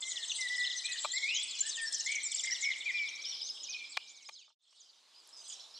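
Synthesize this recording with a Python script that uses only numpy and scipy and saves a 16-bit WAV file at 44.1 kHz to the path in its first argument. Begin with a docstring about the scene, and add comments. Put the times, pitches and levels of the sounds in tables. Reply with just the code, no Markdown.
"""Many small birds sing in an olive grove: a low whistler, repeated syllables, buzzes, single chirps
and a far chorus, all voiced as near sines with bending pitch and echoed by sparse random taps.
Shaped noise makes the air of open country; ringing modes make the knocks on a camera shell, and
short decaying sines the dry plant ticks. The birds drift from left to right as the camera turns.
Everything fades to silence and back in, with less bass in the air after the gap."""
import sys
import numpy as np
from scipy import signal
from scipy.io import wavfile
from scipy.ndimage import uniform_filter1d

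SR = 44100
rng = np.random.default_rng(int(sys.argv[2]) if len(sys.argv) > 2 else 0)


def generate_wav(sig):
    """Save sig (samples, or channels by samples) to the path in sys.argv[1] as 16-bit PCM at SR."""
    pcm = np.round(np.clip(np.atleast_2d(sig).T, -1, 1) * 32767).astype(np.int16)
    wavfile.write(sys.argv[1], SR, pcm)


N = 255339  # length in samples


def gain_of(db):
    """Decibels to gain."""
    return 10 ** (np.asarray(db) / 20)


def evened(x):
    """Scales to rms 1."""
    return x / np.sqrt(np.mean(x ** 2) + 1e-20)


def add(mix, s, sound):
    """Mixes a sound in at s seconds, cut off at the end of the mix."""
    part = mix[max(round(s * SR), 0):][:len(sound)]
    part += sound[:len(part)]


def along(points, t):
    """Reads every column of a curve at the times t."""
    s, *columns = np.transpose(points)
    return [np.interp(t, s, column) for column in columns]


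def drift(samples):
    """Slow random wander of rms 1: noise smoothed twice."""
    smooth = uniform_filter1d(rng.standard_normal(N), round(samples))
    return evened(uniform_filter1d(smooth, round(samples)))


def syrinx(hz, db, edge=.3, overtone_db=-36):
    """The bird's voice: a near sine with a faint octave, softly started and ended."""
    phase = 2 * np.pi * (np.cumsum(hz) / SR + rng.random())
    has_octave = hz < 6000  # higher pitches are pure
    tone = np.sin(phase) + gain_of(overtone_db) * has_octave * np.sin(2 * phase)
    envelope = signal.windows.tukey(len(hz), np.clip(edge, .02, 1))
    return np.sqrt(2) * gain_of(db) * tone * envelope


def chirp(length, first_hz, middle_hz, last_hz, db, edge=0.066, shiver=0):
    """Pitch bends on a parabola through three points and may shiver about it."""
    u = np.linspace(-1, 1, max(round(length * SR), 8))
    slope = (last_hz - first_hz) / 2
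    curve = (first_hz + last_hz) / 2 - middle_hz
    hz = middle_hz + u * slope + u ** 2 * curve
    wobble = np.sin(2 * np.pi * 110 * length * u / 2)  # 110 Hz
    return syrinx(hz * (1 + shiver * wobble), db, edge=edge)


def buzz(length, hz, sweep_hz, rate, db):
    """Pitch falls again and again (rises if sweep_hz is negative); each sweep swells and dies."""
    cycle = np.arange(max(round(length * SR), 8)) / SR * rate % 1
    tone = syrinx(hz + sweep_hz * (.5 - cycle), db, edge=0.66)
    return tone * np.sin(np.pi * cycle) ** 0.2


def grove(x, t60, start_s=.004):
    """Trunks and leaves scatter sound back: sparse taps of random sign, other ones per ear."""
    size, spacing = SR // 2, 20  # samples
    first = np.arange(round(start_s * SR), size - spacing, spacing)
    taps = np.zeros((2, size))
    at = first + rng.integers(0, spacing, (2, len(first)))
    np.put_along_axis(taps, at, rng.choice([-1., 1.], at.shape), 1)
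    taps[1] = 0.71 * taps[0] + 0.5 * taps[1]  # the two ears lie close together
    taps *= gain_of(-60 * np.arange(size) / SR / t60)
    taps /= np.linalg.norm(taps, axis=1, keepdims=True)
    return signal.oaconvolve(x[None], taps, axes=1)[:, :N]


def singers(band_hz, count, sweep, spread_db, buzzy):
    """Unordered quick chirps and buzzes of uneven strength, scaled to rms 1."""
    out = np.zeros(N)
    low_hz, high_hz = band_hz
    for when, length, pitch, fall, bend, size, kind in rng.random((count, 7)):
        hz = low_hz * (high_hz / low_hz) ** pitch
        db = -spread_db * np.log(1 - .95 * size)
        direction = np.sign(bend - .3)  # most notes fall, some rise
        half = hz * sweep * (0.16 + fall) * direction / 2
        if kind < buzzy:
            note = buzz(0.0087 + 0.016 * length, hz, 2 * half, 70 + 100 * bend, db)
        else:
            middle_hz = hz * (1 + 0.13 * (kind - .5))
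            note = chirp(0.005 + 0.014 * length ** 2, hz + half, middle_hz, hz - half, db)
        add(out, when * N / SR, note)
    return evened(out)


# How strongly the far birds come through over time:
# [t/s, level of low singers/dB, level of high singers/dB]
CHORUS_LEVELS = [(0, -47.5, -47), (2.45, -44, -57.5), (2.75, -49, -54), (3.2, -47.5, -65.5),
                 (4.2, -50.5, -61.5), (4.45, -42, -59.5), (4.82, -51.5, -57.5), (4.95, -61, -84),
                 (5.35, -64.5, -63), (5.5, -48, -54), (5.65, -55.5, -85)]


def chorus():
    """Distant birds in a low and a high band, heard both directly and by their echoes."""
    low_db, high_db = along(CHORUS_LEVELS, np.arange(N) / SR)
    low = singers((2901, 5827), count=800, sweep=0.17, spread_db=1.5, buzzy=.3)
    high = singers((5850, 8330), count=650, sweep=0.3, spread_db=4.5, buzzy=0.4)
    far = gain_of(low_db) * low + gain_of(high_db) * high
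    return gain_of(-3.5) * far + gain_of(-4) * grove(far, t60=.3)


# Tone colour of the open air, only its shape counts: [f/Hz, relative level per Hz/dB]
AIR_COLOUR = [(100, -29), (300, -14.5), (1100, -12), (1900, -18.5), (4000, -9.5), (9000, -21.5),
              (15600, -45)]
AIR_DB, THIN_AIR_FROM_S = -61.5, 4.57  # overall rms level; time when the air loses bass


def air():
    """Wind in the leaves and far traffic: noise with drifting patches, thinner late on."""
    frames, hz = N // 256 + 5, np.fft.rfftfreq(1024, 1 / SR)
    a, b, c, d, patches = rng.standard_normal((frames, 513, 5)).T
    # smooth over pitch, then over time
    patches = evened(uniform_filter1d(uniform_filter1d(patches, 8, 0), 16, 1))
    f, db = np.transpose(AIR_COLOUR)
    colour_db = np.interp(np.log(hz + 1), np.log(f + 1), db)[:, None]
    # stereo width, widest from 400 to 1000 Hz
    width = np.where((hz > 400) & (hz < 1000), .6, .2)[:, None]
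    middle, side = a + 1j * b, width * (c + 1j * d)
    spectrum = np.array([middle + side, middle - side]) * gain_of(colour_db + 1.5 * patches)
    # late air falls 4.5 dB per octave below 700 Hz, down to 210 Hz
    bass_loss_db = 4.5 * np.log2(np.clip(hz / 700, .3, 1))[:, None]
    late = np.arange(frames) * 256 / SR > THIN_AIR_FROM_S
    spectrum *= gain_of(bass_loss_db * late)
    noise = signal.istft(spectrum, nperseg=1024, noverlap=768)[1][:, :N]
    return gain_of(AIR_DB) * evened(noise)


# Low whistled notes:
# [t/s, length/s, first f/Hz, middle f/Hz, last f/Hz, starting level/dB, level change to the end/dB,
#  warble depth/0-1]
WHISTLE_NOTES = [(0.013, 0.082, 2084, 2068, 2126, -55, 11.5, 0.13),
                 (0.097, 0.16, 2060, 1898, 1774, -55.5, 3, 0.48),
                 (0.381, 0.1, 2097, 2019, 1910, -41.5, 4.5, 0), (0.492, 0.075, 1944, 1985, 1957, -38, 2, 0),
                 (0.576, 0.079, 1956, 1967, 1960, -35, 0, 0), (0.835, 0.12, 2330, 2520, 2480, -45, -6, 0.8),
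                 (.875, .1, 1980, 1930, 1780, -50, 3, .9), (1.13, 0.057, 1914, 2059, 2200, -43, 7.5, 0.2),
                 (1.224, 0.044, 2225, 2157, 2300, -36, 2, 0), (1.26, 0.19, 2187, 3013, 3600, -35, -6, 0.46),
                 (1.617, 0.072, 1530, 1755, 1806, -56.5, 8, 0.54),
                 (1.768, 0.11, 1842, 1813, 1777, -43, 4.5, 0),
                 (2.055, .15, 1962, 2300, 2054, -37.5, -1.5, 0.69),
                 (2.431, .11, 2030, 2100, 1850, -40.5, -1, 0.83),
                 (2.619, 0.112, 2085, 2230, 1950, -38.5, 6, 0.7),
                 (2.854, 0.061, 2462, 2258, 1900, -36, 1.5, 0.23),
                 (2.932, 0.14, 2440, 2329, 2192, -34.5, -2, 0),
                 (3.684, 0.043, 2365, 2505, 2410, -45, -5.5, .1),
                 (3.732, 0.043, 2370, 2483, 2355, -44, 4, 0.48),
                 (3.786, 0.075, 2410, 2370, 2320, -44.5, -5, 0.7), (3.98, .3, 2400, 2320, 2120, -61, 4, .6)]
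WHISTLE_EDGE, WARBLE_HZ = 0.26, 75  # share of a note spent rising and falling; pulse rate


def whistler():
    """Low notes that swell or sag; warbled ones pulse unevenly."""
    out = np.zeros(N)
    steady_phase = 2 * np.pi * WARBLE_HZ * np.arange(N) / SR
    pulse = np.cos(steady_phase + 2.2 * drift(300))
    for s, *note, change_db, warble in WHISTLE_NOTES:
        tone = chirp(*note, edge=WHISTLE_EDGE)
        swell = gain_of(np.linspace(0, change_db, len(tone)))
        note_pulse = pulse[round(s * SR):][:len(tone)]
        add(out, s, tone * swell * (1 + warble * note_pulse))
    return out


# Single high notes: [t/s, length/s, first f/Hz, middle f/Hz, last f/Hz, level/dB]
CHIRP_NOTES = [(0.024, 0.018, 3280, 3590, 3100, -40.5), (0.081, 0.046, 8050, 6900, 6840, -41),
               (0.308, 0.02, 5820, 6190, 5600, -41.5), (0.408, 0.011, 5160, 5900, 5900, -39),
               (0.764, 0.026, 6100, 6150, 5700, -40), (0.845, 0.022, 7240, 7980, 7850, -43),
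               (1.117, 0.047, 7200, 7480, 7430, -39), (1.431, 0.013, 8600, 7870, 8040, -39),
               (1.606, 0.012, 7300, 7250, 6850, -31.5), (1.663, 0.028, 8400, 7740, 7900, -40),
               (1.816, 0.034, 9430, 8100, 7700, -43.5), (1.868, 0.025, 5450, 5410, 5350, -39),
               (2.231, 0.045, 8360, 7370, 7130, -39), (2.509, 0.034, 5260, 5700, 5900, -34.5),
               (2.608, 0.063, 7420, 5780, 5140, -41.5), (3.248, 0.07, 4850, 5650, 5450, -42),
               (3.44, 0.053, 5750, 6350, 6390, -46), (3.693, 0.056, 6430, 5270, 2870, -43.5),
               (4.09, 0.031, 6350, 7080, 7000, -51), (4.891, 0.015, 4800, 4630, 4240, -50),
               (5.143, 0.078, 4550, 5000, 4320, -57.5), (5.328, 0.086, 5280, 5080, 4830, -52),
               (5.363, 0.11, 6100, 6160, 6040, -58.5), (5.734, 0.083, 4900, 5640, 4990, -57),
               (5.748, 0.032, 4020, 4650, 4000, -55)]


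def single_chirps():
    """Lone notes whose bending pitch shivers slightly."""
    out = np.zeros(N)
    for s, *note in CHIRP_NOTES:
        add(out, s, chirp(*note, shiver=.016))
    return out


# Pitch shapes by name: [length/s, loudest place/0-1, repeat rate/Hz, list of f/Hz at even steps]
SYLLABLE_SHAPES = {"arch": (.03, .55, 15.9, [3450, 4050, 4150, 3500, 3250]),
                   "drop": (.028, .5, 12.2, [4200, 3620, 3500, 3200, 2550]),
                   "flick": (.042, .62, 16.7, [6500, 9000, 5000, 5150, 5600, 6250, 6400, 6350]),
                   "slide": (.138, .25, 4.5, [5800, 4450, 3300, 2550, 2100]),
                   "swoop": (.065, .8, 14.8, [9000, 6800, 4950, 5250, 5550]),
                   "fall": (.022, .55, 17, [8000, 7250, 6600]), "dip": (.032, .7, 17.5, [7100, 6500, 6000]),
                   "vee": (.013, .45, 22, [9000, 6200, 7700, 9500]),
                   "hook": (.03, .65, 16, [5070, 5600, 5750]),
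                   "crown": (.03, .4, 14, [4750, 5200, 5150, 5050]),
                   "dive": (.024, .4, 60, [7200, 6400, 5300]),
                   "plunge": (.016, .55, 28, [8900, 6600, 5500]), "tip": (.012, .4, 15.5, [6450, 6150]),
                   "blip": (.01, .5, 21.5, [6900, 7400, 7200])}
# Phrases of one syllable: [syllable, first t/s, last t/s (only if repeated), centre level/dB]
PHRASES = [("arch", .342, 1.41, -40.5), ("drop", .156, .295, -38), ("drop", .63, .696, -40),
           ("drop", 2.31, 2.382, -42), ("drop", 2.458, 2.97, -42), ("drop", 3.066, -46),
           ("drop", 3.236, 3.55, -47.5), ("drop", 3.652, 3.785, -51), ("swoop", .53, .665, -46),
           ("flick", 1.919, 2.039, -38.5), ("fall", 1.934, 2.052, -41.5), ("vee", 2.311, 2.452, -37.5),
           ("blip", 2.344, 2.436, -34.5), ("hook", 2.245, 2.425, -45.5), ("hook", 3.075, 3.209, -46.5),
           ("crown", 3.338, 3.488, -40.5), ("crown", 3.598, 3.733, -47.5), ("dip", 4.15, 4.435, -48.5),
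           ("slide", 1.47, 1.688, -45), ("slide", 3.892, 4.13, -50), ("slide", 4.322, -48.5),
           ("arch", .1, -45), ("fall", .919, -38), ("dive", 1.342, 1.358, -38), ("blip", 1.397, -35),
           ("blip", 1.508, 1.553, -40), ("plunge", 1.585, -40), ("dip", 1.675, -38), ("vee", 1.687, -39),
           ("blip", 1.754, -39), ("vee", 1.764, -41), ("plunge", 2.114, 2.149, -38), ("tip", .28, -42),
           ("fall", 2.612, -41), ("tip", 3.088, 3.217, -46), ("dive", 3.63, -41), ("crown", 4.252, -45),
           ("slide", 4.355, -49), ("dive", 4.8, -43), ("dive", 5.522, -46)]
SWELL_DB = -28  # level lost one whole length away from the loudest place


def repeated_syllables():
    """Syllables alone or in rows, each a little higher or lower, louder or softer."""
    out = np.zeros(N)
    for name, first, *repeated, db in PHRASES:
        last = max([first] + repeated)
        length, loudest, rate_hz, pitches_hz = SYLLABLE_SHAPES[name]
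        u = np.linspace(0, 1, round(length * SR))
        hz = np.interp(u, np.linspace(0, 1, len(pitches_hz)), pitches_hz)
        hz = uniform_filter1d(hz, 90)  # round the corners
        swell_db = SWELL_DB * (u - loudest) ** 2
        for s in np.linspace(first, last, round((last - first) * rate_hz) + 1):
            sung_hz = hz * (1 + .008 * rng.standard_normal())
            sung_db = db + 2 * rng.standard_normal() + swell_db
            add(out, s, syrinx(sung_hz, sung_db, edge=0.25))
    return out


# Buzzy notes: [t/s, length/s, centre f/Hz, sweep rate/Hz, level/dB]
BUZZ_NOTES = [(0.235, 0.038, 7760, 117, -42), (0.349, 0.055, 7850, 170, -43.5),
              (0.976, 0.1, 7480, 79, -42.5), (3.885, 0.053, 7550, 110, -48), (5.482, 0.037, 7000, 190, -48)]


def buzzes():
    """Fast chains of falling sweeps."""
    out = np.zeros(N)
    for s, length, hz, rate, db in BUZZ_NOTES:
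        add(out, s, buzz(length, hz, 0.16 * hz, rate, db))
    return out


# Ringing modes of the camera shell: [f/Hz, level/dB, t60/s]
SHELL_MODES = [(654, -29, 0.035), (914, -21.5, 0.057), (1188, -6.5, 0.02), (2435, -10.5, 0.019),
               (3630, -2, 0.0015)]
# Knocks on the shell: [t/s, level/dB, hardness/dB per octave, rattle length/s]
SHELL_KNOCKS = [(1.047, -19, -3.5, 0.0075), (3.971, -35.5, 13, 0.0038), (4.289, -33, 7, 0.00875),
                (4.48, -29, -15, 0.038), (4.727, -52, 8.5, 0.0037)]


def camera_knocks():
    """A short rattle of taps rings the camera shell; harder knocks favour the upper modes."""
    out, t = np.zeros(N), np.arange(3000) / SR
    for s, db, hard_db, length in SHELL_KNOCKS:
        ring = np.zeros(len(t))
        for hz, mode_db, t60 in SHELL_MODES:
            tilt_db = hard_db * np.log2(hz / 1000)
            ring += gain_of(mode_db + tilt_db - 60 * t / t60) * np.sin(2 * np.pi * hz * t)
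        rattle = np.zeros(round(length * SR) + 2)
        rattle[rng.integers(0, len(rattle), size=5)] = rng.uniform(-1.22, 1.0, size=5)
        rattle[0] = 1
        add(out, s, gain_of(db) * np.convolve(rattle, ring))
    return out


# Dry plant ticks: [t/s, f/Hz, level/dB]
PLANT_TICKS = [(5.275, 10500, -33), (5.292, 7800, -33)]


def plant_ticks():
    """Tiny sines with a sharp attack that die away in about a millisecond."""
    out, t = np.zeros(N), np.arange(3000) / SR
    for s, hz, db in PLANT_TICKS:
        attack = 1 - np.exp(-t / 0.000076)
        add(out, s, gain_of(db - 60 * t / 0.0014) * np.sin(2 * np.pi * hz * t) * attack)
    return out


# Where the singers sit as the camera turns: [t/s, left over right level/dB]
TURN_BALANCE = [(0, 1.5), (3.2, 1.1), (3.9, -1.5), (5.79, -3)]


def scene():
    """Near singers with their echoes, the chorus, air, knocks and ticks in stereo."""
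    far, background, low = chorus(), air(), whistler()
    high = single_chirps() + repeated_syllables() + buzzes()
    high = high * (1 + 0.4 * drift(70))  # moving leaves on the way break the notes up
    branch_echo = gain_of(-9) * grove(high, t60=0.026)
    trunk_echo = gain_of(-10.0) * grove(high, t60=0.87)
    wavering_low = low * (0.78 + 0.6 * drift(130))
    low_echo = gain_of(-6.0) * grove(wavering_low, t60=1.0)
    birds = low + low_echo + high + branch_echo + trunk_echo + far
    pan_db = along(TURN_BALANCE, np.arange(N) / SR)[0] / 2
    # so small a shell radiates no bass, and the plastic is dull on top; ticks share the band
    band = signal.butter(4, [600, 12000], "band", fs=SR, output="sos")
    handling = signal.sosfilt(band, camera_knocks() + plant_ticks())
    handling = handling * gain_of([[1.5], [-1.5]])  # a little to the left
    return birds * gain_of([pan_db, -pan_db]) + background + handling


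# Fade to silence and back in: [t/s, gain/0-1]
FADE_CURVE = [(3.6, 1), (4.552, 0), (4.587, 0), (5.55, 1)]


def record(dry):
    """Fades everything out and in, then removes the treble above 15.7 kHz."""
    faded = dry * along(FADE_CURVE, np.arange(N) / SR)[0]
    lowpass = signal.firwin(511, 15700, window=("kaiser", 9), fs=SR)
    return signal.oaconvolve(faded, lowpass[None], "same")


dry = scene()
out = record(dry)
generate_wav(out)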